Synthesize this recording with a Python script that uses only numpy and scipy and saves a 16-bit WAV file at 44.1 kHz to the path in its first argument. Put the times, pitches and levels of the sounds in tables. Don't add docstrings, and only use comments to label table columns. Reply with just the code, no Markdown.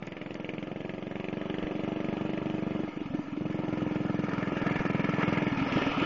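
import sys
import numpy as np
from scipy import signal
from scipy.io import wavfile
from scipy.ndimage import uniform_filter1d

SR = 44100
rng = np.random.default_rng(int(sys.argv[2]) if len(sys.argv) > 2 else 0)


def voltage_ratio(level):
    return 10 ** (np.asarray(level, float) / 20)


def to_wav(sig):
    pcm = np.clip(np.atleast_2d(sig), -1, 1) * 32767
    pcm = np.round(pcm).astype(np.int16)
    wavfile.write(sys.argv[1], SR, pcm.T)


N = 266805


def evened(x):
    return x / np.sqrt(np.mean(x ** 2) + 1e-20)


def curve(rows, t):
    s, *columns = np.transpose(rows)
    return [np.interp(t, s, c) for c in columns]


def step(u):
    return .5 + .5 * np.tanh(u / 2)


def bell(t, centre, half_length):
    return np.exp(-((t - centre) / half_length) ** 2)


def add(mix, s, sound):
    part = mix[round(s * SR):][:len(sound)]
    part += sound[:len(part)]


def noise(points, patchy_db, size=512):
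    hz = np.fft.rfftfreq(size, 1 / SR)
    f, db = np.transpose(points)
    a, b, patch = rng.standard_normal((4 * N // size + 5, len(hz), 3)).T
    patch = uniform_filter1d(patch, size=5, axis=0)
    patch = evened(uniform_filter1d(patch, size=16, axis=1))
    colour_db = np.interp(np.log(hz + 1), np.log(f + 1), db, right=-120)
    spectra = (a + 1j * b) * voltage_ratio(colour_db[:, None] + patchy_db * patch)
    return evened(signal.istft(spectra, nperseg=size, noverlap=3 * size // 4)[1][:N])


def resonance(x, hz, width):
    turn = np.exp(2j * np.pi * np.cumsum(hz) / SR)
    r = np.exp(-np.pi * width / SR)
    return 2 * (turn * signal.lfilter([(1 - r) ** 2], [1, -2 * r, r * r], x / turn)).real


def resonant(x, modes, drift):
    shift = curve(drift, np.arange(N) / SR)[0]
    return evened(sum(voltage_ratio(db) * resonance(x, hz * shift, 1.51 * width) for hz, width, db in modes))


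def puffs(times, db, rise_ms, fall_ms, lag_ms):
    ms, out = np.arange(2000) / SR * 1000, np.zeros(N)
    shape = np.exp(-ms / fall_ms) * (1 - np.exp(-ms / rise_ms)) ** 3
    for s, gain in zip(times, voltage_ratio(db)):
        add(out, s + lag_ms / 1000, gain * shape / shape.max())
    return out


def rings(rows, over_db, ring_ms):
    ms, out = np.arange(1500) / SR * 1000, np.zeros(N)
    flutter = uniform_filter1d(rng.standard_normal((len(rows), 2, len(ms))), size=40, axis=2)
    for (s, db, hz), (a, b) in zip(rows, flutter / flutter.std()):
        turn, u = 2 * np.pi * hz * ms / 1000, ms / ring_ms
        tone = (1 + .5 * a) * np.sin(turn) + .5 * b * np.cos(turn)
        rise = np.sin(np.minimum(u, np.pi / 2)) ** 2
        add(out, s, voltage_ratio(db + over_db) * rise * np.exp(1 - u) * tone)
    return out


# (time [s], pitch factor)
APPROACH = [(0, 1.02), (.35, 1.025), (1.2, 1.037), (2.5, 1.028), (3.8, 1.019), (5, 0.96), (6.05, 1.04)]


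def facing(t):
    return np.clip((curve(APPROACH, t)[0] - 1) / .035, 0, 1)


# (from [s], to [s])
LIFTS = [
    (2.86, 3.39),
    (5.49, 7),
]


def lifted(t):
    return sum(step((t - a) / .015) - step((t - b) / .015) for a, b in LIFTS)


# (time [s], firing rate [1/s])
SPEED = [(0, 20.869), (.5, 22.028), (1.1, 23.018), (1.8, 23.895), (2.4, 24.28), (2.85, 23.502),
         (3.1, 22.47), (3.4, 22.196), (4.1, 21.411), (4.7, 21.023), (5.5, 21.256)]


def turns():
    first_s = .0244
    total = np.cumsum(curve(SPEED, np.arange(N) / SR)[0]) / SR
    return total - total[round(first_s * SR)]


# (time [s], exhaust [dB], running gear on gravel [dB])
NEAR = [(0, -39.5, -51), (.45, -36.5, -50), (1.0, -36, -50), (1.35, -33.5, -49), (1.65, -32.5, -45.5),
        (2.3, -30, -44.5), (2.8, -29.5, -45), (3.4, -28, -47.5), (3.75, -28.5, -43.5), (4.2, -25.5, -41),
        (4.35, -28.5, -39), (4.7, -25.5, -36), (4.95, -24, -37.5), (5.35, -25, -33), (5.5, -25, -35),
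        (5.8, -22, -31), (6.05, -26, -33)]
# (time [s], thump [dB], pipe ring [dB], unburnt share [0-1])
RAGGED = [(2.8783, -38.5, -23.5, 0), (2.925, -61, -29, 0.06), (2.963, -34.5, -21, 0.03),
          (3.0052, -46, -19, 0.05), (3.055, -31.5, -30, 0.57), (3.1022, -30.5, -30, 0.96),
          (3.1385, -30, -17, 0.18), (3.1858, -30.5, -20, 0.25), (3.234, -58, -35.5, 0.9),
          (3.273, -41.5, -26.5, 0.32), (3.3219, -31, -23.5, 0.55), (3.365, -51, -18.5, 0.14),
          (5.518, -24.5, -20, 0.57), (5.5723, -25.5, -26.5, 0.97), (5.6135, -25, -19.5, 0.51),
          (5.6606, -61, -24.5, 0.6), (5.7194, -25.5, -23, 1), (5.758, -21, -14.5, 0.19),
          (5.8141, -27, -25, 0.94), (5.8618, -26, -19.5, 0.67), (5.9135, -39, -37, 0.4),
          (5.9691, -28.5, -23, 0.98), (6.0144, -27, -13.5, 0)]


def firings():
    t, count = np.arange(N) / SR, turns()
    held = np.interp(np.arange(int(count[-1])), count, t)
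    held = held[np.all([(held < a) | (held > b) for a, b in LIFTS], axis=0)]
    thump_db, gear_db = curve(NEAR, held)
    pull = (curve(SPEED, held + .25)[0] - curve(SPEED, held - .25)[0]) * 2
    ring_db = thump_db + 5.5
    crack_db = thump_db + 5.5 + 3.5 * facing(held) + 0.92 * pull - 4.5 * lifted(held - .12)
    bark_db = gear_db + 0.5 + 4.5 * pull + 5 * (facing(held) - 1)
    levels = np.transpose([thump_db, ring_db, crack_db, bark_db])
    levels = levels + rng.standard_normal((len(held), 4)) * [1.3, 1.3, .9, 1.2]
    s, thump, ring, cold = np.transpose(RAGGED)
    crack = ring - 14 - 20 * cold
    ragged = np.column_stack([s, thump, ring, crack, crack - 17.0, cold])
    rows = np.vstack([np.column_stack([held, levels, 0 * held]), ragged])
    rows = rows[np.argsort(rows[:, 0])]
    cycles = uniform_filter1d(np.gradient(rows[:, 0]), size=5, mode="nearest")
    return rows[:, 0], cycles, rows[:, 1:]


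# (frequency [Hz], width [Hz], depth [0-1])
HOLLOWS = [(1120, 36, 1), (1525, 170, 0.6), (1963, 49, 1), (3873, 480, 0.4), (4410, 150, .6),
           (5380, 470, 0.5), (6580, 160, .85)]
# (time [s], frequency factor)
HOLLOW_DRIFT = [(0, 1.02), (1.5, 0.97), (3.5, 1.012), (6.05, 1.007)]


def ground(x):
    shift = curve(HOLLOW_DRIFT, np.arange(N) / SR)[0]
    return x - sum(depth * resonance(x, hz * shift, width) for hz, width, depth in HOLLOWS)


def gravel():
    size = voltage_ratio(4.0 * np.minimum(rng.exponential(1, N), 3.5))
    stones = (rng.random(N) < 2500 / SR) * size * rng.choice([-1, 1], N)
    return 0.69 * evened(stones) + noise([(300, 0.017), (6000, 0.0044)], patchy_db=2.0)


# (time [s], level over the steady rattle [dB])
BUMPS = [(0.492, -4), (1.498, -5), (3.155, -1), (3.96, -3), (4.242, -6), (4.32, -5), (4.57, -6),
         (4.62, -15), (4.672, -0.5), (4.699, -9.5), (4.76, -3.5), (4.796, 0), (4.861, -14), (5.043, -10),
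         (5.095, -16), (5.211, -2), (5.231, 0), (5.283, -10), (5.336, -6.5), (5.38, -10), (5.596, -3),
         (5.784, -3), (5.821, -10), (6.04, 0)]


def clattering():
    t, half_s = np.arange(N) / SR, 0.0083
    return 1 + sum(voltage_ratio(db) * bell(t, s, half_s) for s, db in BUMPS)


# (frequency [Hz], width [Hz], level [dB])
RATTLE = [(967, 130, 2), (1278, 176, 3.5), (1732, 165, 3), (2190, 243, -3), (2415, 450, -1.5),
          (2760, 180, -8), (3180, 91, -10.5)]
# (centre [s], half length [s], gain [dB])
TIN_SWELL = (4.72, .3, 4)


def tinware(drive, motion, squeeze, spit, leaving):
    t = np.arange(N) / SR
    centre_s, half_s, swell_db = TIN_SWELL
    panel = voltage_ratio(swell_db * bell(t, centre_s, half_s))
    sheen = voltage_ratio(-6.5 + 6 * facing(t) + leaving)
    body = resonant(drive, RATTLE[:2], HOLLOW_DRIFT) * (motion + 0.71 * squeeze)
    side = resonant(drive, RATTLE[2:4], HOLLOW_DRIFT) * (motion + 0.12 * squeeze) ** 0.83
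    bright = resonant(drive, RATTLE[4:], APPROACH) * (motion + .3 * spit)
    return evened(body + 0.81 * panel * side + sheen * bright)


# (frequency [Hz], density [dB per Hz])
FIZZ = [(1940, -28), (3300, -13), (3890, -12.5), (4900, -15.5), (5950, -15.5), (7160, -18), (7600, -41.5),
        (9880, -77)]
# (frequency [Hz], width [Hz], level [dB])
GUARDS = [(4060, 93, 1.5), (4720, 180, 4), (5040, 260, 1), (5995, 610, -2), (3715, 66, 2.5)]


def fizzing(drive, motion, clatter, leaving):
    t = np.arange(N) / SR
    guards = voltage_ratio(-3 + 2.4 * leaving) * resonant(drive, GUARDS, HOLLOW_DRIFT)
    fizz = noise(FIZZ, patchy_db=1.5, size=256) + guards
    fizz = evened(fizz * motion ** 0.54) * clatter ** .5
    return fizz - .95 * step((t - 5.1) / 0.2) * resonance(fizz, 6600 + 0 * t, 1300)


# (frequency [Hz], density [dB per Hz])
RUMBLE = [(50, -26), (120, -5), (200, -2.5), (300, -2), (380, -6.5), (600, -5), (900, -14), (1500, -29.5)]


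def running(times):
    t = np.arange(N) / SR
    rattle_db = curve(NEAR, t)[1]
    change_db = rattle_db + 45.5
    leaving = step((t - LIFTS[1][0]) / 0.03)
    fizz_db = -67.5 + 0.55 * change_db + 1.5 + 1.4 * leaving
    rumble_db = -44 + 0.62 * change_db - 3.5 * lifted(t) + 4 * leaving
    uneven_db = rng.uniform(-3.5, 3.5, len(times))
    shake_db = uneven_db - 5.5 + 5.7 * facing(times) - 2.7 * lifted(times)
    shake = 1.5 + puffs(times, shake_db, 2.0, 5.3, 0.34)
    squeeze = puffs(times, -5 + uneven_db[::-1], 2.9, 6.4, 28)
    spit_db = 6 - 11.5 * facing(times) + uneven_db - 12 * lifted(times)
    spit = puffs(times, spit_db, 0.96, 11.0, 0.92)
    seating = puffs(times, -7 + 0 * times, 0.83, 4.1, 10)
    strokes = 0.23 * squeeze + seating
    clatter, drive = clattering(), gravel()
    rattle = tinware(drive, shake + strokes, squeeze, spit, leaving) * clatter
    fizz = fizzing(drive, shake + strokes / 2 + spit, clatter, leaving)
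    rumble = evened(noise(RUMBLE, patchy_db=-2.5, size=1024) * shake ** 1.66) * clatter ** .5
    return voltage_ratio(rattle_db - 3.5) * rattle + voltage_ratio(fizz_db) * fizz + voltage_ratio(rumble_db) * rumble


# (frequency [Hz], density [dB per Hz])
WIND = [(10, -9), (30, -6), (60, -2.5), (120, -9), (300, -52)]
# (time [s], peak [dB], frequency [Hz])
GUSTS = [(1.645, -31.5, 43.8), (1.828, -54, 30), (2.098, -46, 45), (3.02, -50, 34.46), (4.107, -58, 45.4),
         (4.635, -41.5, 40), (4.798, -30, 40), (5.557, -44, 54.4), (5.901, -39, 30)]
# (time [s], peak [dB])
TICKS = [(.0688, -37), (.343, -35)]


def wind():
    out = voltage_ratio(-69.5) * noise(WIND, patchy_db=7.5, size=2048)
    u = np.linspace(-1, 1, 3000)
    for s, db, hz in GUSTS:
        thud = bell(u, 0, 0.12) * np.sin(2 * np.pi * hz * u * 1500 / SR + 1.1)
        add(out, s - 1500 / SR, voltage_ratio(db) * thud)
    ms = np.arange(300) / SR * 1000
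    for s, db in TICKS:
        grain = np.sin(2 * np.pi * 4.6 * ms) * rng.uniform(-.8, 1.2, len(ms)) * np.exp(-ms / 1.3)
        add(out, s, voltage_ratio(db + 6.0) * grain)
    return out


def exhaust(times, cycles, levels):
    ms = np.arange(-130, 3500)[None] / SR * 1000
    cycles, shift = cycles[:, None], curve(APPROACH, times)[0][:, None]
    coast, front_on = lifted(times)[:, None], facing(times)[:, None]
    thump, ring, crack = voltage_ratio(levels[:, :3]).T[:, :, None]
    cold = np.clip(levels[:, 4:], 0, 1)

    def bump(at, wide):
        return np.exp(-.5 * ((ms - at) / wide) ** 2)

    shut_ms = 218 * cycles * (1 - 0.38 * cold)
    shut = step((ms - shut_ms) / (0.62 + 0.32 * cold))
    open_hz = (160 - 22 * cold) * (21.06 * cycles) ** -.4
    shut_hz = 303 * shift * (1 - 0.13 * cold)
    pipe_hz = (open_hz + (shut_hz - open_hz) * shut) * step((ms - .45) / .14)
    phase = 2 * np.pi * np.cumsum(pipe_hz, axis=1) / SR
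    ring_ms = 32 * (1 - (1 - 0.47) * coast)
    burnt = step((shut_ms + 1.2 - ms) / 2.7) + (0.31 + 2.0 * (shift - .99)) * np.exp(-ms / ring_ms)
    fade = (1 - cold) * burnt + cold * np.exp(-np.maximum(ms - shut_ms, 0) / 22)
    pipe = np.sin(phase) * (thump * (1 - shut) + ring * shut * fade)
    whine = np.sin(2 * np.pi * 640 * shift * (ms - shut_ms) / 1000)
    overtone = 0.069 * ring * shut * np.exp(-ms / 11) * whine
    front = 1.027 * crack * (0.57 * bump(0.95, 0.34) - bump(0, 0.32))
    back = -.36 * thump * (1 - cold) * (bump(4.6, 0.45) + 0.55 * bump(shut_ms + 4.2, 0.75))
    seat = (1 - coast) * thump * (0.08 + 1.23 * front_on) * bump(shut_ms + 2.4, 0.2)
    suck = -.4 * thump * cold * bump(-0.42, 0.94)
    out = np.zeros(N + SR)
    for s, sound in zip(times, pipe + overtone + front + back + seat + suck):
        add(out, s + 1 + ms[0, 0] / 1000, sound)
    return out[SR:]


def crank_tones(times):
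    t = np.arange(N) / SR
    # (multiple of the firing rate, level [dB])
    orders = [(16, 2), (24, 1), (28, -.5)]
    throb = 0.64 + 0.3 * puffs(times, 0 * times, 2.8, 6.2, 4.3)
    wobble = .17 * evened(uniform_filter1d(rng.standard_normal(N), 900))
    tones = sum(voltage_ratio(db) * -np.cos(2 * np.pi * k * turns() + wobble) for k, db in orders)
    level_db = -59.5 + 8 * facing(t) + 0.1 * (curve(SPEED, t)[0] - 26)
    return voltage_ratio(level_db) * throb * tones * (1 - lifted(t))


def lot(x):
    t = np.arange(SR // 3) / SR
    taps = (rng.random(len(t)) < .04) * rng.choice([-1., 1.], len(t)) * voltage_ratio(-60 * t / 0.5) * (t > .012)
    return signal.oaconvolve(x, taps / np.linalg.norm(taps))[:N]


# (frequency [Hz], width [Hz], level [dB])
BARK = [(1741, 58, 8.5), (2190, 470, 12), (2670, 460, 4), (3030, 1100, -15.5)]
# (time [s], peak [dB], brightest frequency [Hz])
JETS = [(0.0248, -28.5, 2040), (0.0732, -29.5, 2380), (0.1215, -29.5, 2370), (0.1675, -33, 2110),
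        (0.2149, -32, 2520), (0.261, -35, 1660), (0.3072, -34, 2090), (0.343, -34, 1980),
        (0.398, -36.5, 2550), (0.4454, -34.5, 2330), (0.4912, -29.5, 2650), (0.537, -39, 2550),
        (0.581, -33, 2590), (0.6265, -33, 1740), (0.672, -37, 2970), (0.7158, -38.5, 1770),
        (0.7584, -37.5, 1760), (0.8055, -35.5, 1740), (0.8502, -37, 2560), (0.8935, -32, 2870),
        (0.9378, -34, 2150), (0.9813, -38, 2380), (1.0262, -37.5, 2910), (1.068, -36.5, 2040),
        (1.1129, -32.5, 1680), (1.1558, -30, 2190), (1.1992, -33.5, 2450), (1.2434, -32, 2640),
        (1.2844, -30, 2480), (1.3279, -34.5, 2190), (1.3693, -35, 1740), (1.4137, -32.5, 2110),
        (1.4495, -40, 2040), (1.499, -31.5, 2450), (1.5406, -35, 1730), (1.5843, -34, 2020),
        (1.6262, -33.5, 1700), (1.6691, -33.5, 2220), (1.71, -36.5, 1660), (1.7534, -38, 2260),
        (1.8367, -34, 2000), (1.8781, -40, 2700), (1.9195, -39, 1640), (1.9614, -36, 2000),
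        (2.0026, -35.5, 1820), (2.0444, -35, 2900), (2.0867, -32.5, 2050), (2.128, -39, 2150),
        (2.169, -33.5, 2480), (2.2104, -34.5, 2310), (2.2513, -45, 1810), (2.3337, -31, 2020),
        (2.375, -32, 2280), (2.458, -30.5, 2280), (2.499, -32, 2860), (2.582, -31.5, 2350),
        (2.6244, -36.5, 2320), (2.6653, -43.5, 2230), (2.706, -37, 3000)]


def bark(times, levels):
    s, peak_db, _ = np.transpose(JETS)
    jet_db = levels[:, 3] + 0.98 * np.interp(times, s, peak_db + 32.5, right=0)
    jet = puffs(times, jet_db + 4.5, 1.0, 1.2, .1) + puffs(times, jet_db - 10.5, 3.1, 11.0, 0.71)
    gas = resonant(rng.standard_normal(N), BARK, APPROACH)
    gas = evened(gas / (uniform_filter1d(gas ** 2, size=90) + .02) ** .4)
    lowpass = signal.butter(10, 3600, fs=SR, output="sos")
    return signal.sosfilt(lowpass, gas * jet)


def jet_rings():
    return rings(JETS, over_db=-5.5, ring_ms=1.2)


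# (time [s], peak [dB], frequency [Hz])
POPS = [(2.8785, -29.5, 600), (2.920, -48, 600), (3.0082, -51, 510), (3.1384, -29.5, 573),
        (3.1917, -33, 800), (3.2277, -45, 615), (3.2696, -39, 600), (3.364, -38.5, 570), (5.5628, -33, 470),
        (5.6122, -37, 560), (5.6621, -32, 583), (5.7175, -30, 530), (5.7719, -19, 557), (5.8217, -27, 570),
        (5.8786, -31, 564)]


def pops():
    ms, out = np.arange(600) / SR * 1000, np.zeros(N)
    u = ms / 1.1
    for s, db, hz in POPS:
        tone = np.sin(2 * np.pi * hz * ms * (1 + 0.0024 * ms) / 1000)
        add(out, s - .001, -voltage_ratio(db + 8.5) * u * np.exp(-u) * tone)
    return out


# (time [s], peak [dB], frequency [Hz])
KNOCKS = [(3.4402, -46, 1280), (3.5233, -30, 1730), (3.5854, -34, 1300), (3.6294, -37, 1260),
          (3.7281, -33, 1225), (3.7725, -34, 1770), (3.806, -31, 1280), (3.9446, -32, 1365),
          (4.0954, -33, 1310), (4.1421, -35, 1320), (4.1898, -28.5, 1230), (4.2371, -36, 1263),
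          (4.2639, -34, 1313), (4.29, -27, 1786), (4.3118, -30, 1280), (4.3322, -24, 1290),
          (4.3783, -23.5, 1356), (4.4255, -23.5, 1760), (4.4727, -34, 1220), (4.5093, -37, 1810),
          (4.5535, -30, 1240), (4.6156, -31.5, 1276), (4.664, -29, 1350), (4.6954, -31, 1770),
          (4.7603, -31, 1290), (4.7932, -24, 1624), (4.8495, -27, 1280), (4.8991, -27, 1273),
          (4.932, -27, 1292), (4.9488, -29.5, 970), (4.9745, -28, 1270), (4.9952, -26, 1245),
          (5.0414, -23, 1710), (5.0905, -24, 1280), (5.1236, -26, 1325), (5.1598, -29.5, 1260),
          (5.1928, -26, 1140), (5.2202, -25, 2280), (5.2811, -27, 1200), (5.325, -28, 2090),
          (5.375, -29, 1690), (5.4196, -29, 2200), (5.4733, -33, 2075), (5.521, -26, 1330),
          (5.5712, -28, 2450), (5.5968, -24, 1350), (5.6225, -31, 1180), (5.6677, -36, 1290),
          (5.6991, -29, 1290), (5.7203, -22.5, 2730), (5.7355, -23, 1270), (5.7719, -28, 1290),
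          (5.8193, -27, 1300), (5.8712, -30, 1665), (5.9126, -25.5, 2270), (5.9655, -27, 1310),
          (5.9964, -21, 2225), (6.0186, -22, 1220)]


def knocks():
    return rings(KNOCKS, over_db=-7, ring_ms=4.0)


# (frequency [Hz], width [Hz], level [dB])
SQUEAL = [(4805, 18, 6), (4900, 30, 0), (5250, 110, -1), (5550, 450, -4), (3650, 50, 5), (3220, 70, 12)]
# (centre [s], half length [s])
SQUEAL_SWELL = (5.8, .17)


def squeal():
    swell = bell(np.arange(N) / SR, *SQUEAL_SWELL)
    return voltage_ratio(-52) * swell * resonant(rng.standard_normal(N), SQUEAL, [(0, 1), (7, 1)])


def scene():
    times, cycles, levels = firings()
    engine = exhaust(times, cycles, levels) + bark(times, levels) + crank_tones(times) + pops()
    kart = ground(engine + voltage_ratio(-16) * lot(engine) + running(times))
    return (kart + wind() + squeal() + jet_rings() + knocks())[None]


def starved(x):
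    hz, t, z = signal.stft(x, SR, nperseg=1024)
    wide = 4
    band_hz = hz[:-1:wide]
    bands = (abs(z[:-1]) ** 2).reshape(-1, wide, len(t)).mean(1)
    usual = 1.25 * np.exp(uniform_filter1d(np.log(bands + 1e-20), size=25, axis=1))
    ceiling = np.where(band_hz[:, None] < 6300, 8, 300) * np.median(usual, axis=1, keepdims=True)
    usual = np.minimum(usual, ceiling)
    share = np.interp(band_hz, [3300, 3800, 6250, 6500, 6750, 7300], [0, .6, .62, 1.5, .9, 1.2])
    keep = np.repeat(bands > share[:, None] * usual, wide, axis=0)
    return signal.istft(z * np.vstack([keep, keep[:1]]), SR, nperseg=1024)[1][:N]


def band_limit(x):
    return signal.sosfilt(signal.butter(12, 7960, fs=SR, output="sos"), x)


def record(dry):
    band = signal.firwin(301, 7185, window=("kaiser", 8), fs=SR)
    mix = starved(signal.oaconvolve(dry[0], band, "same"))[None] + .0013
    return band_limit(mix)


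dry = scene()
out = record(dry)
to_wav(out)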